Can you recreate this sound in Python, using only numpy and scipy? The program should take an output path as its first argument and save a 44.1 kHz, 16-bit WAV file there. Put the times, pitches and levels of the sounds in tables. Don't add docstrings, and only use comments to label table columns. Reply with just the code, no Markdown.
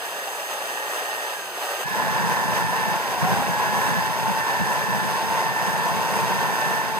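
import sys
import numpy as np
from scipy import signal
from scipy.fft import rfft, irfft, next_fast_len
from scipy.io import wavfile

SR = 44100
rng = np.random.default_rng(int(sys.argv[2]) if len(sys.argv) > 2 else 0)


def ratio_of_db(decibels):
    return 10 ** (np.asarray(decibels, float) / 20)


def generate_wav(signal):
    frames = np.transpose(np.atleast_2d(signal))
    scaled = np.clip(frames, -1, 1) * 32767
    pcm = np.round(scaled).astype(np.int16)
    wavfile.write(sys.argv[1], SR, pcm)


N = 308259

CUT_S = 1.85
MAINS_BUZZ_HZ = 120

# (time [s], speed [turns/s])
RUNNING = [(0, 413), (.2, 423), (.7, 430), (1.32, 432.5), (1.84, 432.5), (1.86, 430), (2.3, 437.5),
           (2.6, 439.5), (3.0, 439), (3.5, 433), (3.8, 431.5), (4.1, 435), (4.85, 435.5), (5.1, 438),
           (6.99, 440.5)]
# (off [s], on [s], spin-up time constant [s])
RELEASES = [
    (1.315, 1.56, .29),
    (2.965, 3.22, .17),
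]
COAST_HZ_PER_S, TRIGGER_S = 330, .02
# (start [s], end [s], speed gained [turns/s])
LIFTS = [
    (-.1, .7, 0),
    (1.36, 1.85, 0),
    (2.97, 3.48, 0),
    (4.06, 4.37, 13),
    (5.14, 5.43, 12.5),
    (5.91, 6.33, 12.5),
    (6.9, 7.2, 0),
]
LIFT_S, LOAD_LAG_S = .13, .15
# (time [s], change
# [dB], half length [s])
PUSHES = [(.16, -0.5, .06), (.51, 2.2, 0.028), (.69, 1.2, .06), (.95, 2, 0.082), (1.37, -1, 0.032),
          (1.5, -2.5, 0.063), (1.81, 3.5, .03), (1.855, -5, .015), (2.08, 0, 0.024), (2.31, 3, .04),
          (2.58, 1.5, .035), (2.67, -1.5, 0.039), (3.35, 1.5, 0.062), (3.8, 2, .1), (4.22, 0.1, 0.25),
          (4.34, 1, .03), (4.43, -0.8, .035), (4.74, 0.8, 0.039), (5.33, 1.2, 0.027), (5.52, -1.5, 0.072),
          (6.07, 1, 0.022), (6.17, 2, 0.053), (6.6, 1, 0.16), (6.89, -2, 0.069)]
PUSH_JITTER_DB, INRUSH_S = .5, .203

# (multiple [-], side level [dB], close level [dB], wander [turns])
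ORDERS = [(6, -55, -50, .15), (8, -54, -54, .12), (12, -58, -62, .15), (14, -59, -64, .2),
          (40, -48.5, -48.5, .06)]
# (offset [Hz], side level [dB], close level [dB])
SIDEBANDS = [(-120, -10, 1), (120, 3, -2)]
FIRST_DB, FIRST_DB_PER_HZ, FIRST_KNEE_HZ = -51, .55, 431
# (side seated [dB], side lifted [dB], close seated [dB], close lifted [dB])
SECOND_DB, FOURTH_DB, SPLIT_DB = (-40, -46, -29.9, -27.3), (-35.5, -38, -28, -37), (-39, -53, -42, -52)
COASTING_DB = (-5.5, 0, -8)
SECOND_SETTLE_DB = -7
FOURTH_RIGHT_TURNS, FOURTH_LEFT_DB = (-.1, .045), (3, .5)
FULL_HZ, FOURTH_DB_PER_HZ, SQUEAL_DB_PER_HZ = 415, .12, .3

# (frequency [Hz], level [dB/Hz])
CASING_SIDE = [(200, -28), (290, -15.5), (350, -8), (550, 0), (850, 1), (1000, -0.5), (1080, -4.5),
               (1200, -1.5), (1380, -6.5), (1550, -5), (1880, 0.5), (2020, -8.5), (2800, -26)]
# (frequency [Hz], level [dB/Hz])
CASING_CLOSE = [(250, -13.5), (350, -11.5), (440, -8), (660, -4), (780, -3), (1000, 3), (1110, -2.5),
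                (1180, -12.5), (1550, -6.5), (1680, -6.5), (1850, -4), (2100, -19.5), (2800, -20)]
# (frequency [Hz], level [dB/Hz])
GRIT_SIDE = [(1500, -14), (2050, -8), (2250, -1), (2800, 0), (3400, -3), (4400, -7), (5100, -4), (5600, -9),
             (6000, -30)]
# (frequency [Hz], level [dB/Hz])
GRIT_CLOSE = [(1500, -1.5), (2250, 4.5), (2400, 2.5), (2700, -1.5), (3000, -2.5), (3500, -1.5),
              (4500, -6.5), (4900, 1.5), (5400, -10), (6000, -34)]
# (frequency [Hz], level [dB/Hz])
FAN_SIDE = [(4800, -42), (5600, -4), (6100, 3), (6800, 1), (7600, 2), (8800, 0.5), (9700, 0), (10400, 1),
            (10900, -2), (14500, -2), (15300, -3), (16000, 5.5)]
# (frequency [Hz], level [dB/Hz])
FAN_CLOSE = [(4800, -34), (5500, 8), (6500, 0.5), (6900, 6), (7300, 4), (8000, -1), (8800, 3.5),
             (9700, -0.5), (10500, 0), (11500, 0), (14200, -1), (15400, 0), (16000, 2.5)]
# (side level [dB], close level [dB], share of push [-], inrush [dB])
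ROAR, GRIT, FAN = (-32, -26, 1.21, 2), (-38.5, -35, .92, 0), (-37, -37, 1.14, .6)
SETTLE_DB, SETTLE_S = -5, .1

# (frequency [Hz], level [dB/Hz])
ROOM = [(20, -12), (60, 1), (110, 5), (250, 13.5), (400, -2)]
ROOM_DB = -58

# (frequency [Hz], level [dB/Hz])
BENCH = [(30, -29), (60, -25.5), (85, -13), (98, -9.5), (110, -24), (120, -1), (135, -6), (165, -0.5),
         (200, -2), (250, -11.5), (330, -26)]
# (time [s], change [dB], half length [s])
ROCKING = [(1.9, -7, 0.047), (2.26, 3.5, 0.073), (2.53, 6.5, 0.039), (2.84, 2, 0.025), (3.235, 4.5, .02),
           (3.5, 6.5, .03), (3.92, 4.6, .08), (4.46, -4, 0.11), (4.61, 9, 0.023), (5.2, -7, .03),
           (5.55, -3, .13), (6.32, 1.5, 0.025), (6.86, -4.5, 0.15)]
RUMBLE_DB, RUMBLE_LUMPS_DB, RUMBLE_COASTING_DB, RUMBLE_INRUSH_DB = -32, 1.5, -5.5, 4

# (time [s], rise [dB], half length [s])
SQUEALS = [(2.75, 5, .25), (3.848, 6, .15), (4.7, 5, .15), (5.08, 8, 0.16), (5.777, 7, 0.099),
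           (6.16, 8.5, .09), (6.648, 3, .17)]
SQUEAL_DB, SQUEAL_COASTING_DB, SQUEAL_ORDER = -51.5, -10, 20

# (frequency [Hz], phase [turns])
TURN = [(40, -.45), (260, -.37), (350, -.05), (1180, .11), (1635, .27), (1700, .59), (2310, .76),
        (3280, 1.36), (4550, 1.99), (8580, 4.34), (9550, 3.98), (11880, 3.02), (13420, 2.49), (15500, 1.74)]
# (frequency [Hz], level [dB])
LEAN = [(300, 0), (450, -1), (900, 1.5), (1250, .5), (1550, -7), (1750, -4), (2100, -1), (2600, 0.1),
        (15000, .1)]
# (frequency [Hz], width [Hz], likeness lost [0-1])
PARTING = [(40, 40, .2), (300, 40, .45), (1620, 90, .7), (1900, 80, .45), (2700, 330, .7), (3750, 330, .75),
           (4800, 170, .3), (5900, 150, .45), (6750, 350, .55), (7950, 450, .8), (9150, 250, .8),
           (10120, 220, .9), (11350, 220, .65), (12800, 620, .65), (14200, 250, .65)]
# (frequency [Hz], width [Hz], level [dB])
HOUSING = [(2300, 70, -3.5), (2720, 140, 4), (3430, 390, 3), (4900, 29, -3.5), (6420, 200, 2.5),
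           (7330, 130, 0.5), (9000, 110, 1), (9630, 200, -2.5), (11100, 83, -8), (11500, 120, 1),
           (12500, 250, -1.5), (13900, 300, -5), (15350, 150, -2)]
CUTOFF_HZ = 15500


def drift(rate_hz):
    r = np.exp(-80 * np.pi * rate_hz / SR)
    slow = signal.lfilter([1], [1, -2 * r, r * r], rng.standard_normal(N // 40 + 2002))[2000:]
    slow = (slow - slow.mean()) / slow.std()
    return np.interp(np.arange(N) / 40, np.arange(len(slow)), slow)


def bumps(rows):
    t = np.arange(N) / SR
    return sum(size * np.exp(-((t - s) / width) ** 2) for s, size, width in rows)


def between(start_s, end_s, edge_s):
    t = np.arange(N) / SR
    return np.clip(np.minimum(t - start_s, end_s - t) / edge_s + .5, 0, 1)


def closeness():
    return np.clip((np.arange(N) / SR - CUT_S) / .02 + .5, 0, 1)


def coloured(x, spectrum):
    ends = (1, -120), (2 * spectrum[-1][0], -120)
    hz, db = np.transpose([ends[0]] + list(spectrum) + [ends[1]])
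    size = next_fast_len(N)
    gain = ratio_of_db(np.interp(np.log(np.fft.rfftfreq(size, 1 / SR) + 1), np.log(hz), db))
    out = irfft(rfft(x, size) * gain, size)[..., :N]
    return out / out.std()


def rotor():
    t, close = np.arange(N) / SR, closeness()
    turns_hz = np.interp(t, *np.transpose(RUNNING))
    for off, on, spin_up_s in RELEASES:
        coasted_s = np.clip(np.minimum(t, on) - off, 0, None)
        lost_hz = COAST_HZ_PER_S * coasted_s * np.exp(-np.maximum(t - on, 0) / spin_up_s)
        turns_hz = turns_hz - lost_hz * (1 - close * (on < CUT_S))
    r = np.exp(-1 / (LOAD_LAG_S * SR))
    gained_hz = sum(gain * between(start, end, LIFT_S) for start, end, gain in LIFTS)
    turns_hz = turns_hz + signal.lfilter([1 - r], [1, -r], gained_hz)
    current = 1 - sum(between(off, on, TRIGGER_S) for off, on, _ in RELEASES)
    lifted = sum(between(start, end, LIFT_S) * (1 - close * (end <= CUT_S)) for start, end, _ in LIFTS)
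    return turns_hz, current, lifted


def whine_levels(turns_hz, current, lifted):
    close = closeness()
    levels = [FIRST_DB + FIRST_DB_PER_HZ * np.maximum(turns_hz - FIRST_KNEE_HZ, 0)]
    for peaks_db, coasting_db in zip((SECOND_DB, FOURTH_DB, SPLIT_DB), COASTING_DB):
        side_seated, side_lifted, close_seated, close_lifted = peaks_db
        side_db = side_seated + (side_lifted - side_seated) * lifted
        close_db = close_seated + (close_lifted - close_seated) * lifted + coasting_db * (1 - current)
        levels.append((1 - close) * side_db + close * close_db)
    return levels


def whine(turns_hz, current, lifted):
    first_db, second_db, fourth_db, split_db = whine_levels(turns_hz, current, lifted)
    angle, close = 2 * np.pi * np.cumsum(turns_hz) / SR, closeness()
    out = ratio_of_db(first_db + 1.2 + 2 * drift(8)) * np.sin(angle + .3 * drift(10))

    settle_db = SECOND_SETTLE_DB * between(CUT_S - SETTLE_S, CUT_S + SETTLE_S, SETTLE_S) * close
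    second_gain = ratio_of_db(second_db - .4 + settle_db + 1.8 * drift(12))
    out += second_gain * np.sin(2 * angle + .33 * drift(15))

    fourth_db = fourth_db + FOURTH_DB_PER_HZ * np.minimum(turns_hz - FULL_HZ, 0)
    right_turns, left_db = [side + (near - side) * close for side, near in (FOURTH_RIGHT_TURNS, FOURTH_LEFT_DB)]
    fourth_gain = ratio_of_db(fourth_db + left_db * [[1], [0]] + 1.5 * drift(10))
    channel_phase = 2 * np.pi * right_turns * [[0], [1]]
    out = out + fourth_gain * np.sin(4 * angle + channel_phase + .35 * drift(15))

    for multiple, side_db, close_db, wander_turns in ORDERS:
        level_db = side_db + (close_db - side_db) * close + 1.5 * drift(8)
        out += ratio_of_db(level_db) * np.sin(multiple * angle + 2 * np.pi * wander_turns * drift(25))
    for offset_hz, side_db, close_db in SIDEBANDS:
        level_db = side_db + (close_db - side_db) * close + split_db + 2 * drift(7.7)
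        out += ratio_of_db(level_db) * np.sin(4 * angle + 2 * np.pi * offset_hz * np.arange(N) / SR)
    return out


def layer_db(layer, push_db, inrush):
    side_db, close_db, push_share, inrush_db = layer
    return side_db + (close_db - side_db) * closeness() + push_share * push_db + inrush_db * inrush


def friction(side, close, buzz, flutter_db, uneven_db):
    contacts = rng.standard_normal((2, N)) * ratio_of_db(uneven_db * rng.standard_normal((2, N)))
    contacts = contacts * buzz * ratio_of_db(flutter_db)
    return (1 - closeness()) * coloured(contacts, side) + closeness() * coloured(contacts, close)


def casing_roar(level_db, ripple, wobble_db):
    settle_db = SETTLE_DB * between(CUT_S, CUT_S + SETTLE_S, .032)
    return ratio_of_db(level_db + settle_db) * friction(CASING_SIDE, CASING_CLOSE, 1 + .15 * ripple, .87 * wobble_db, 1.0)


def seat_grit(level_db, ripple, wobble_db):
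    flutter_db = wobble_db + .43 * drift(4)
    return ratio_of_db(level_db) * friction(GRIT_SIDE, GRIT_CLOSE, 1 + .14 * ripple, flutter_db, 0.0)


def fan_hiss(level_db, ripple):
    return ratio_of_db(level_db) * friction(FAN_SIDE, FAN_CLOSE, 1 + .04 * ripple, .45 * drift(35), 1.0)


def room_tone():
    return ratio_of_db(ROOM_DB) * coloured(rng.standard_normal((2, N)), ROOM)


def bench_rumble(current, inrush):
    level_db = RUMBLE_DB + bumps(ROCKING) + RUMBLE_COASTING_DB * (1 - current) + RUMBLE_INRUSH_DB * inrush
    gain = closeness() * ratio_of_db(level_db + RUMBLE_LUMPS_DB * drift(8.3))
    return gain * coloured(rng.standard_normal((2, N)), BENCH)


def stem_squeal(turns_hz, current):
    angle = 2 * np.pi * SQUEAL_ORDER * np.cumsum(turns_hz) / SR
    level_db = SQUEAL_DB + bumps(SQUEALS) + SQUEAL_COASTING_DB * (1 - current)
    level_db = level_db + SQUEAL_DB_PER_HZ * np.minimum(turns_hz - FULL_HZ, 0)
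    return closeness() * ratio_of_db(level_db) * (drift(170) * np.sin(angle) + drift(170) * np.cos(angle))


def spread_stereo(common, apart, tones):
    size = next_fast_len(N + 4096)
    hz = np.fft.rfftfreq(size, 1 / SR)
    kept = [1 - lost * np.exp(-((hz - at_hz) / width_hz) ** 2) for at_hz, width_hz, lost in PARTING]
    share = .985 * np.prod(kept, axis=0)
    housing_db = sum(db * np.exp(-((hz - at_hz) / width_hz) ** 2) for at_hz, width_hz, db in HOUSING)
    turn = np.exp(2j * np.pi * np.interp(hz, *np.transpose(TURN)))
    lean = ratio_of_db(np.interp(hz, *np.transpose(LEAN)) / 2)
    noise, clean = rfft(common, size), rfft(tones, size)
    left = noise + clean[0]
    right = turn * (share * noise + clean[1]) + np.sqrt(1 - share ** 2) * rfft(apart, size)
    return irfft(ratio_of_db(housing_db) * np.array([left * lean, right / lean]), size)[:, :N]


def scene():
    turns_hz, current, lifted = rotor()
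    push_db = bumps(PUSHES) + PUSH_JITTER_DB * drift(9.6)
    inrush = sum(between(on, on + INRUSH_S, TRIGGER_S) for _, on, _ in RELEASES)
    ripple = current * np.cos(2 * np.pi * MAINS_BUZZ_HZ * np.arange(N) / SR + .8 * drift(3))
    wobble_db = .17 * drift(1.2) + .72 * drift(44)

    tones = whine(turns_hz, current, lifted)
    noise = casing_roar(layer_db(ROAR, push_db, inrush), ripple, wobble_db)
    noise = noise + seat_grit(layer_db(GRIT, push_db, inrush), ripple, wobble_db)
    noise = noise + fan_hiss(layer_db(FAN, push_db, inrush), ripple)
    room = room_tone()
    noise = noise + bench_rumble(current, inrush)
    tones = tones + stem_squeal(turns_hz, current)
    common, apart = noise
    return spread_stereo(common, apart, tones) + room


def top_cut(x):
    return signal.sosfilt(signal.butter(12, 16810, fs=SR, output="sos"), x)


def record(dry):
    size = next_fast_len(N)
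    passed = np.fft.rfftfreq(size, 1 / SR) < CUTOFF_HZ
    mix = irfft(rfft(dry, size) * passed, size)[:, :N]
    return top_cut(mix)


dry = scene()
out = record(dry)
generate_wav(out)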